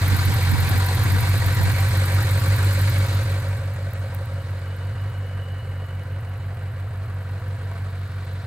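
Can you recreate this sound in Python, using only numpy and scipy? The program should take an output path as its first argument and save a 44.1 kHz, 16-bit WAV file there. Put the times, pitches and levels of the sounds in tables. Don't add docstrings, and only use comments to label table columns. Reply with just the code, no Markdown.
import sys
import numpy as np
from scipy import signal
from scipy.fft import rfft, irfft, next_fast_len
from scipy.io import wavfile
from scipy.ndimage import uniform_filter1d, map_coordinates

SR = 44100
rng = np.random.default_rng(int(sys.argv[2]) if len(sys.argv) > 2 else 0)


def gain_from_db(level_db):
    decades = np.asarray(level_db, float) / 20
    return 10 ** decades


def log_audio(samples):
    frames = np.atleast_2d(samples).T
    limited = np.clip(frames, -1, 1)
    pcm = np.round(limited * 32767).astype(np.int16)
    wavfile.write(sys.argv[1], SR, pcm)


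N = 373086

# t/s, engine cycles per s (a cycle is two crank turns)
IDLE_SPEED = [(0, 11.636), (.684, 11.29), (.725, 11.647), (2.47, 11.846), (2.48, 12.034), (4.653, 11.617),
              (5.021, 12.114), (5.592, 11.629), (7.559, 11.835), (8.46, 11.626)]
# t/s, strength (1 = healthy), delay/s
ODD_BURNS = [(.16, .35, .001), (.51, .64, 0), (.69, .4, .001), (.86, .72, 0), (1.03, .3, .001),
             (1.54, .45, .002), (2.05, .62, 0), (2.39, .4, .002), (2.72, .6, 0), (3.06, .4, .002),
             (3.91, .2, .002), (4.42, .35, .001), (4.59, .65, 0), (4.76, .68, 0), (5.26, .7, 0),
             (5.43, .58, 0), (5.86, .37, 0), (6.03, .3, .001), (7.22, .6, 0), (7.39, .3, .002),
             (7.73, .57, 0), (7.9, .55, 0), (8.07, .25, 0), (8.24, .47, 0), (8.41, .27, 0)]
# t/s, strength, delay/s
HEALTHY_STUMBLE = (.964, .4, .002)
HEALTHY_STRENGTH = [(1, 1), (1.12, .75), (.92, .95), (0, 0)]
SHIFT_AFTER_LAZY_S = [-.0003, .0004, .0007, 0]
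# roar/dB, clatter/dB, hiss/dB (relative)
CYLINDER_WEIGHTS = [(10.5, -7, -10), (16.5, -10, -9), (13.5, -9.5, -5), (-7, -19.5, 3)]
# t/s, share 0-1
FLANK_SHARE = [(0, 1), (2.9, .95), (3.3, 0.67), (3.7, .27), (4.5, 0.16), (5.5, 0.07), (7, 0.04), (7.6, 0.1),
               (8.46, 0.1)]
# level/dB beside the tail at t = 0, loss along the flank in dB per s, level/dB in front
REACH_DB = [(-18, 0.1, -28.7), (-28.5, 0.3, -42.5), (-40, 0.96, -66.5)]
# f/Hz, width/Hz, relative level/dB
PIPE_MODES = [(109, 12, 0), (84, 52, -14), (187, 40, -28)]
# f/Hz, width of one pass/Hz, relative level/dB
PIPE_OVERTONES = [(195, 51, 3.5), (297, 30, 9.5), (703, 31, -17)]
# t/s, f/Hz, level/dB
SILENCER_BAND = [(0, 491, -45.5), (.6, 490, -44.5), (1.2, 494, -43), (1.7, 530, -44), (2.3, 539, -40),
                 (3.5, 548, -42), (5, 535, -49.5), (6.5, 525, -52.5), (7.5, 512, -57), (8.46, 515, -71)]
# f/Hz, relative level/dB
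FLANK_COLOUR = [(140, 1), (230, -16.5), (288, -3), (447, -12), (551, -7.5), (638, -18), (940, -8.5),
                (1040, -10.5), (1550, -4), (2250, -8.5), (3160, -17.5), (4170, -10.5), (5490, -21),
                (8630, -20), (11000, -29), (14300, -70), (22000, -120)]
# f/Hz, relative level/dB
FRONT_COLOUR = [(140, 4), (230, -6), (346, -6.5), (519, 1.5), (609, -6.5), (665, -0.5), (867, -8.5),
                (1560, -2.5), (2510, -15), (2940, -14.5), (3390, -25), (3970, -18.5), (5760, -35.5),
                (8210, -31), (15800, -44)]
# f/Hz, width/Hz, lift/dB
CASING_MODES = [(684, 26, 1), (798, 8.3, 4.5), (960, 48, 4.5), (1138, 11, 5), (1510, 19, -1.5),
                (1547, 10, 3), (1914, 46, 2), (2242, 34, 5), (3245, 20, 8.5), (7260, 170, 1),
                (8120, 33, 12.5), (10400, 110, 8)]
# t/s, level/dB
PLATE_DB = [(0, -58), (3, -55), (3.8, -71), (4.9, -55.5), (5.4, -53.5), (6.3, -64), (7, -72), (8.46, -77)]
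# t/s, level/dB
FINS_DB = [(0, -43), (1, -42.5), (2, -49), (3.2, -44.5), (3.6, -66), (4.5, -58), (6, -72), (8.46, -55.5)]
# t/s, level/dB
MOUTH_DB = [(0, -49), (.4, -42.5), (.9, -39.5), (1.4, -44.5), (2.2, -45), (3, -69), (3.6, -68)]
# f/Hz, relative level/dB
HISS_COLOUR = [(5290, -36), (9000, -19), (9390, 5.5), (10200, 8), (11000, 3.5), (12300, 11.5), (13600, 8.5),
               (15100, 9), (15800, -13)]
# f/Hz, correlation 0-1
PORT_LIKENESS = [(100, .97), (700, .93), (1500, .72), (3000, .55), (6000, .45), (8000, .5), (13000, .85)]
# f/Hz, lead/rad
LEFT_LEAD = [(300, -.1), (950, -.35), (1300, -1.2), (2300, -1.2), (3300, -2.2), (6000, -1.6), (7000, 0)]
# f/Hz, level/dB
LEFT_OVER_RIGHT = [(200, -1), (600, 1), (2000, -1.5), (4400, 2), (8000, -0.5), (14000, -1.2)]
# t/s, level at onset/dB
GRAVEL_SNAPS = [(3.935, -23), (4.1417, -31.5), (4.148, -22), (4.2194, -44), (4.258, -28)]
# t/s, rumble time/s, peak rumble gain/dB, peak flap gain/dB
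WIND_GUSTS = [(.095, 0.035, -30, -36), (0.143, .03, -35, -27), (.2, .04, -31, -38), (0.301, .05, -30, -30),
              (0.538, .06, -22.5, -25), (0.622, .05, -22.5, -45), (.69, .03, -28, -34),
              (0.754, 0.022, -25, -28), (1.071, .05, -28, -32), (1.145, .03, -30, -26.5),
              (1.224, .03, -32, -40), (1.374, 0.066, -37, -38), (1.477, 0.049, -33, -38),
              (1.607, .03, -27, -36), (1.66, .04, -25, -38), (1.724, .03, -31, -42)]
# f/Hz, relative level/dB
RUMBLE_COLOUR = [(25, -45), (45, -23), (90, 10), (140, -0.5), (200, -15), (300, -67)]

STRONG, MISFIRE, BURN_SCATTER = 1.22, .35, .09
CYCLE_AT_START = -.885
MISFIRE_SLOT_EARLY_S, PUFF_EARLY_S, PUFF_SCATTER_S = .00046, .0038, .0008
SWAP_S = 5.73
BREEZE_RUMBLE_DB, BREEZE_FLAP_DB, BREEZE_DROPS_S, DROP_DB_PER_S = -44, -56, 2, 12
FLAP_TIME_S = .021
TOP_HZ = 15900


def unit(x):
    return x / np.sqrt(np.mean(x ** 2) + 1e-20)


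def along(points, hz):
    f, v = np.transpose(points)
    return np.interp(np.log(hz + 1), np.log(f + 1), v)


def curves(rows):
    s, *cols = np.transpose(rows)
    return [np.interp(np.arange(N) / SR, s, c) for c in cols]


def wobble(knots_per_s):
    knots = rng.standard_normal(int(N * knots_per_s / SR) + 4)
    return map_coordinates(knots, [np.arange(N) * knots_per_s / SR])


def filtered(x, response):
    m = next_fast_len(N + SR // 2)
    return irfft(rfft(x, m) * response(np.fft.rfftfreq(m, 1 / SR)), m)[..., :N]


def resonance(f, hz, width):
    return 1j * f * width / (hz * hz - f * f + 1j * f * width)


def ports(pair, gain, flank=1):
    def response(hz):
        u = np.arccos(along(PORT_LIKENESS, hz) ** flank) / 2
        left_over_right = np.exp(1j * flank * along(LEFT_LEAD, hz)) * gain_from_db(along(LEFT_OVER_RIGHT, hz))
        tilt = left_over_right ** np.array([[.5], [-.5]])
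        return gain(hz) * tilt * np.array([[np.cos(u), np.cos(u)], [np.sin(u), -np.sin(u)]])
    return unit(filtered(pair[:, None], response).sum(axis=0))


def patchy(depth_db):
    z = signal.stft(rng.standard_normal((2, N)), nperseg=256)[2]
    field = uniform_filter1d(rng.standard_normal(z.shape[1:]), size=3, axis=0)
    field = uniform_filter1d(field, size=8, axis=1)
    return signal.istft(z * gain_from_db(depth_db * unit(field)), nperseg=256)[1][:, :N]


def puffs(at, sizes, delay_s, rise_s, fall_s, floor):
    t = np.maximum(np.arange(SR // 10) / SR - delay_s, 0)
    shape = np.exp(-t / fall_s) * (1 - np.exp(-t / rise_s))
    train = np.bincount(at, sizes, N)
    return unit(floor + signal.fftconvolve(train, shape / shape.max())[:N])


def reach(row, flank):
    tail, loss, front = row
    return flank * (tail - loss * np.arange(N) / SR) + (1 - flank) * front


def engine():
    at, cylinder, strength, late = firings()
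    roar, clatter, hiss = gain_from_db(np.array(CYLINDER_WEIGHTS)[cylinder].T)
    scatter = gain_from_db(rng.standard_normal((len(at), 3)) * [2, 1.8, 1.4]).T
    flank = np.clip(curves(FLANK_SHARE)[0], 0, 1)
    pipe_db, clatter_db, hiss_db = [reach(row, flank) for row in REACH_DB]
    gate = puffs(at, clatter * scatter[1], .002, .003, .014, .9)
    out = pipe_boom(at, strength, late, scatter[0], pipe_db)
    out = out + silencer_roar(at, roar * scatter[0])
    out = out + casing_clatter(gate, flank, clatter_db)
    out = out + cover_plate(gate) + fin_sizzle(gate) + mouth_rasp(gate)
    return out + gas_hiss(at, hiss * scatter[2], flank, hiss_db)


def lazy_cylinder():
    turned = CYCLE_AT_START + np.cumsum(curves(IDLE_SPEED)[0]) / SR
    cycle = np.arange(np.floor(turned[-1]) + 1)
    s = np.interp(cycle, turned, np.arange(N) / SR)
    misses = (cycle + (s > SWAP_S)) % 2
    chance = rng.standard_normal((len(s), 2))
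    strength = np.where(misses, MISFIRE, STRONG) + BURN_SCATTER * chance[:, 0]
    late = misses * (PUFF_SCATTER_S * chance[:, 1] - PUFF_EARLY_S)
    for when, part, delay in ODD_BURNS:
        nearest = np.argmin(abs(s - when))
        strength[nearest], late[nearest] = part, delay
    return s - MISFIRE_SLOT_EARLY_S * misses, strength, late


def firings():
    s, lazy, late = lazy_cylinder()
    s = np.r_[2 * s[0] - s[1], s, 2 * s[-1] - s[-2]]
    lazy, late = np.r_[1, lazy, 1], np.r_[0, late, 0]
    count = np.arange(4 * len(s) - 3)
    chance = rng.standard_normal((len(count), 2))
    cylinder, last = (count - 1) % 4, lazy[count // 4]
    at = np.interp(count / 4, np.arange(len(s)), s) + .00004 * chance[:, 0]
    at += np.array(SHIFT_AFTER_LAZY_S)[cylinder] * (1 - last)
    good, poor = np.array(HEALTHY_STRENGTH)[cylinder].T
    healthy = poor + (good - poor) * np.clip((last - MISFIRE) / (STRONG - MISFIRE), 0, 1)
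    strength = np.where(cylinder == 3, last, healthy * gain_from_db(.5 * chance[:, 1]))
    late = (cylinder == 3) * late[count // 4]
    odd = np.argmin(abs(at - HEALTHY_STUMBLE[0]))
    strength[odd], late[odd] = HEALTHY_STUMBLE[1:]
    heard = (at + late >= 0) & (at >= 0) & (at < N / SR - .01)
    return (at[heard] * SR).astype(int), cylinder[heard], strength[heard], (late[heard] * SR).astype(int)


def pipe_boom(at, strength, late, scatter, pipe_db):
    def main_modes(f):
        modes = sum((-1) ** k * gain_from_db(db) * resonance(f, hz, w) for k, (hz, w, db) in enumerate(PIPE_MODES))
        return modes / (1 + 1j * f / 178) ** 2

    upper_modes = lambda f: sum(gain_from_db(db) * resonance(f, hz, w) ** 2 for hz, w, db in PIPE_OVERTONES)
    boom = gain_from_db(pipe_db) * unit(filtered(np.bincount(at + late, strength, N), main_modes))
    jitter = (.00084 * SR * rng.standard_normal(len(at))).astype(int)
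    pulses = np.bincount(np.clip(at + jitter, 0, N - 1), (strength + .35) * scatter, N)
    boom += gain_from_db(pipe_db - 36.5) * unit(filtered(pulses, upper_modes))
    left = np.pad(boom, (4, 0))[:N]
    return np.array([left, boom]) * gain_from_db(np.array([[-.3], [.3]]))


def silencer_roar(at, sizes):
    hz, db = curves(SILENCER_BAND)
    start = 2 * np.pi * rng.random(len(at))
    in_phase, quadrature = [puffs(at, sizes * part, .0073, .002, .0098, 0)
                            for part in (np.cos(start), np.sin(start))]
    phase = 2 * np.pi * np.cumsum(hz) / SR
    return gain_from_db(db) * (in_phase * np.cos(phase) + quadrature * np.sin(phase))


def casing_clatter(gate, flank, clatter_db):
    lift = lambda f: 1 + sum((gain_from_db(db) - 1) * abs(resonance(f, hz, w)) ** 2 for hz, w, db in CASING_MODES)
    side_on = ports(gate * patchy(1.8), lambda f: gain_from_db(along(FLANK_COLOUR, f)) * lift(f))
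    head_on = ports(gate * patchy(1.06), lambda f: gain_from_db(along(FRONT_COLOUR, f)) * lift(f), flank=.44)
    clatter = gain_from_db(clatter_db) * (np.sqrt(flank) * side_on + np.sqrt(1 - flank) * head_on)
    knocks = gate ** 2 * (rng.random((2, N)) < 160 / SR) * rng.standard_normal((2, N))
    modes = lambda f: sum(gain_from_db(db + along(FRONT_COLOUR, hz)) * resonance(f, hz, w) for hz, w, db in CASING_MODES)
    return clatter + gain_from_db(clatter_db - 12.5) * ports(knocks, modes, flank=.89)


def cover_plate(gate):
    noise = gate * gain_from_db(2 * wobble(14)) * rng.standard_normal(N)
    return gain_from_db(curves(PLATE_DB)[0]) * unit(filtered(noise, lambda f: resonance(f, 2941, 75) ** 2))


def fin_sizzle(gate):
    noise = gate * rng.standard_normal((2, N))
    return gain_from_db(curves(FINS_DB)[0]) * ports(noise, lambda f: resonance(f, 3910, 1540) ** 2, flank=.48)


def mouth_rasp(gate):
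    mouth = lambda f: resonance(f, 779, 107) ** 2 + .71 * resonance(f, 980, 130) ** 2
    return gain_from_db(curves(MOUTH_DB)[0]) * unit(filtered(gate ** 2 * rng.standard_normal(N), mouth))


def gas_hiss(at, sizes, flank, hiss_db):
    gate = puffs(at, sizes, .00053, .0052, .0059, .34)
    side_on = ports(gate * rng.standard_normal((2, N)), lambda f: gain_from_db(along(HISS_COLOUR, f)))
    shaded = ports(gate ** 1.3 * rng.standard_normal((2, N)), lambda f: resonance(f, 12000, 2400) ** 2)
    even = ports(rng.standard_normal((2, N)), lambda f: resonance(f, 15000, 9000) ** 2 * (f > 9000))
    head_on = .7 * shaded + .62 * even
    return gain_from_db(hiss_db) * (np.sqrt(flank) * side_on + np.sqrt(1 - flank) * head_on)


def gravel():
    x, t = np.zeros(N), np.arange(SR // 100) / SR
    for s, db in GRAVEL_SNAPS:
        snap = gain_from_db(db - 60 * t / .0044) * rng.standard_normal(len(t))
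        x[round(s * SR):][:len(t)] += snap
    return filtered(x, lambda f: resonance(f, 13700, 8700) ** 2)


def wind():
    t = np.arange(N) / SR
    dying = gain_from_db(-DROP_DB_PER_S * np.maximum(t - BREEZE_DROPS_S, 0))
    swell = lambda s, lasts: np.exp(-((t - s) / lasts) ** 2)
    rumble_gain = gain_from_db(BREEZE_RUMBLE_DB) * dying
    flap_gain = gain_from_db(BREEZE_FLAP_DB) * dying
    for s, lasts, rumble_db, flap_db in WIND_GUSTS:
        rumble_gain += gain_from_db(rumble_db) * swell(s, lasts)
        flap_gain += gain_from_db(flap_db) * swell(s, FLAP_TIME_S)
    lumps = gain_from_db(.87 * np.array([wobble(29.4), wobble(24.3)])) * rng.standard_normal((2, 2, N))
    rumble = unit(filtered(lumps[0], lambda f: gain_from_db(along(RUMBLE_COLOUR, f))))
    flap = unit(filtered(lumps[1], lambda f: resonance(f, 165, 220) ** 2 / (1 + (f / 380) ** 4)))
    return rumble_gain * rumble + flap_gain * flap * gain_from_db(np.array([[-1.5], [1.5]]))


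def scene():
    return engine() + gravel() + wind()


def band_limit(x):
    return signal.sosfilt(signal.butter(12, 16930, fs=SR, output="sos"), x)


def record(dry):
    band = lambda hz: (hz < TOP_HZ) / (1 + (33 / (hz + 1)) ** 6)
    mix = filtered(dry, band)
    return band_limit(mix)


dry = scene()
out = record(dry)
log_audio(out)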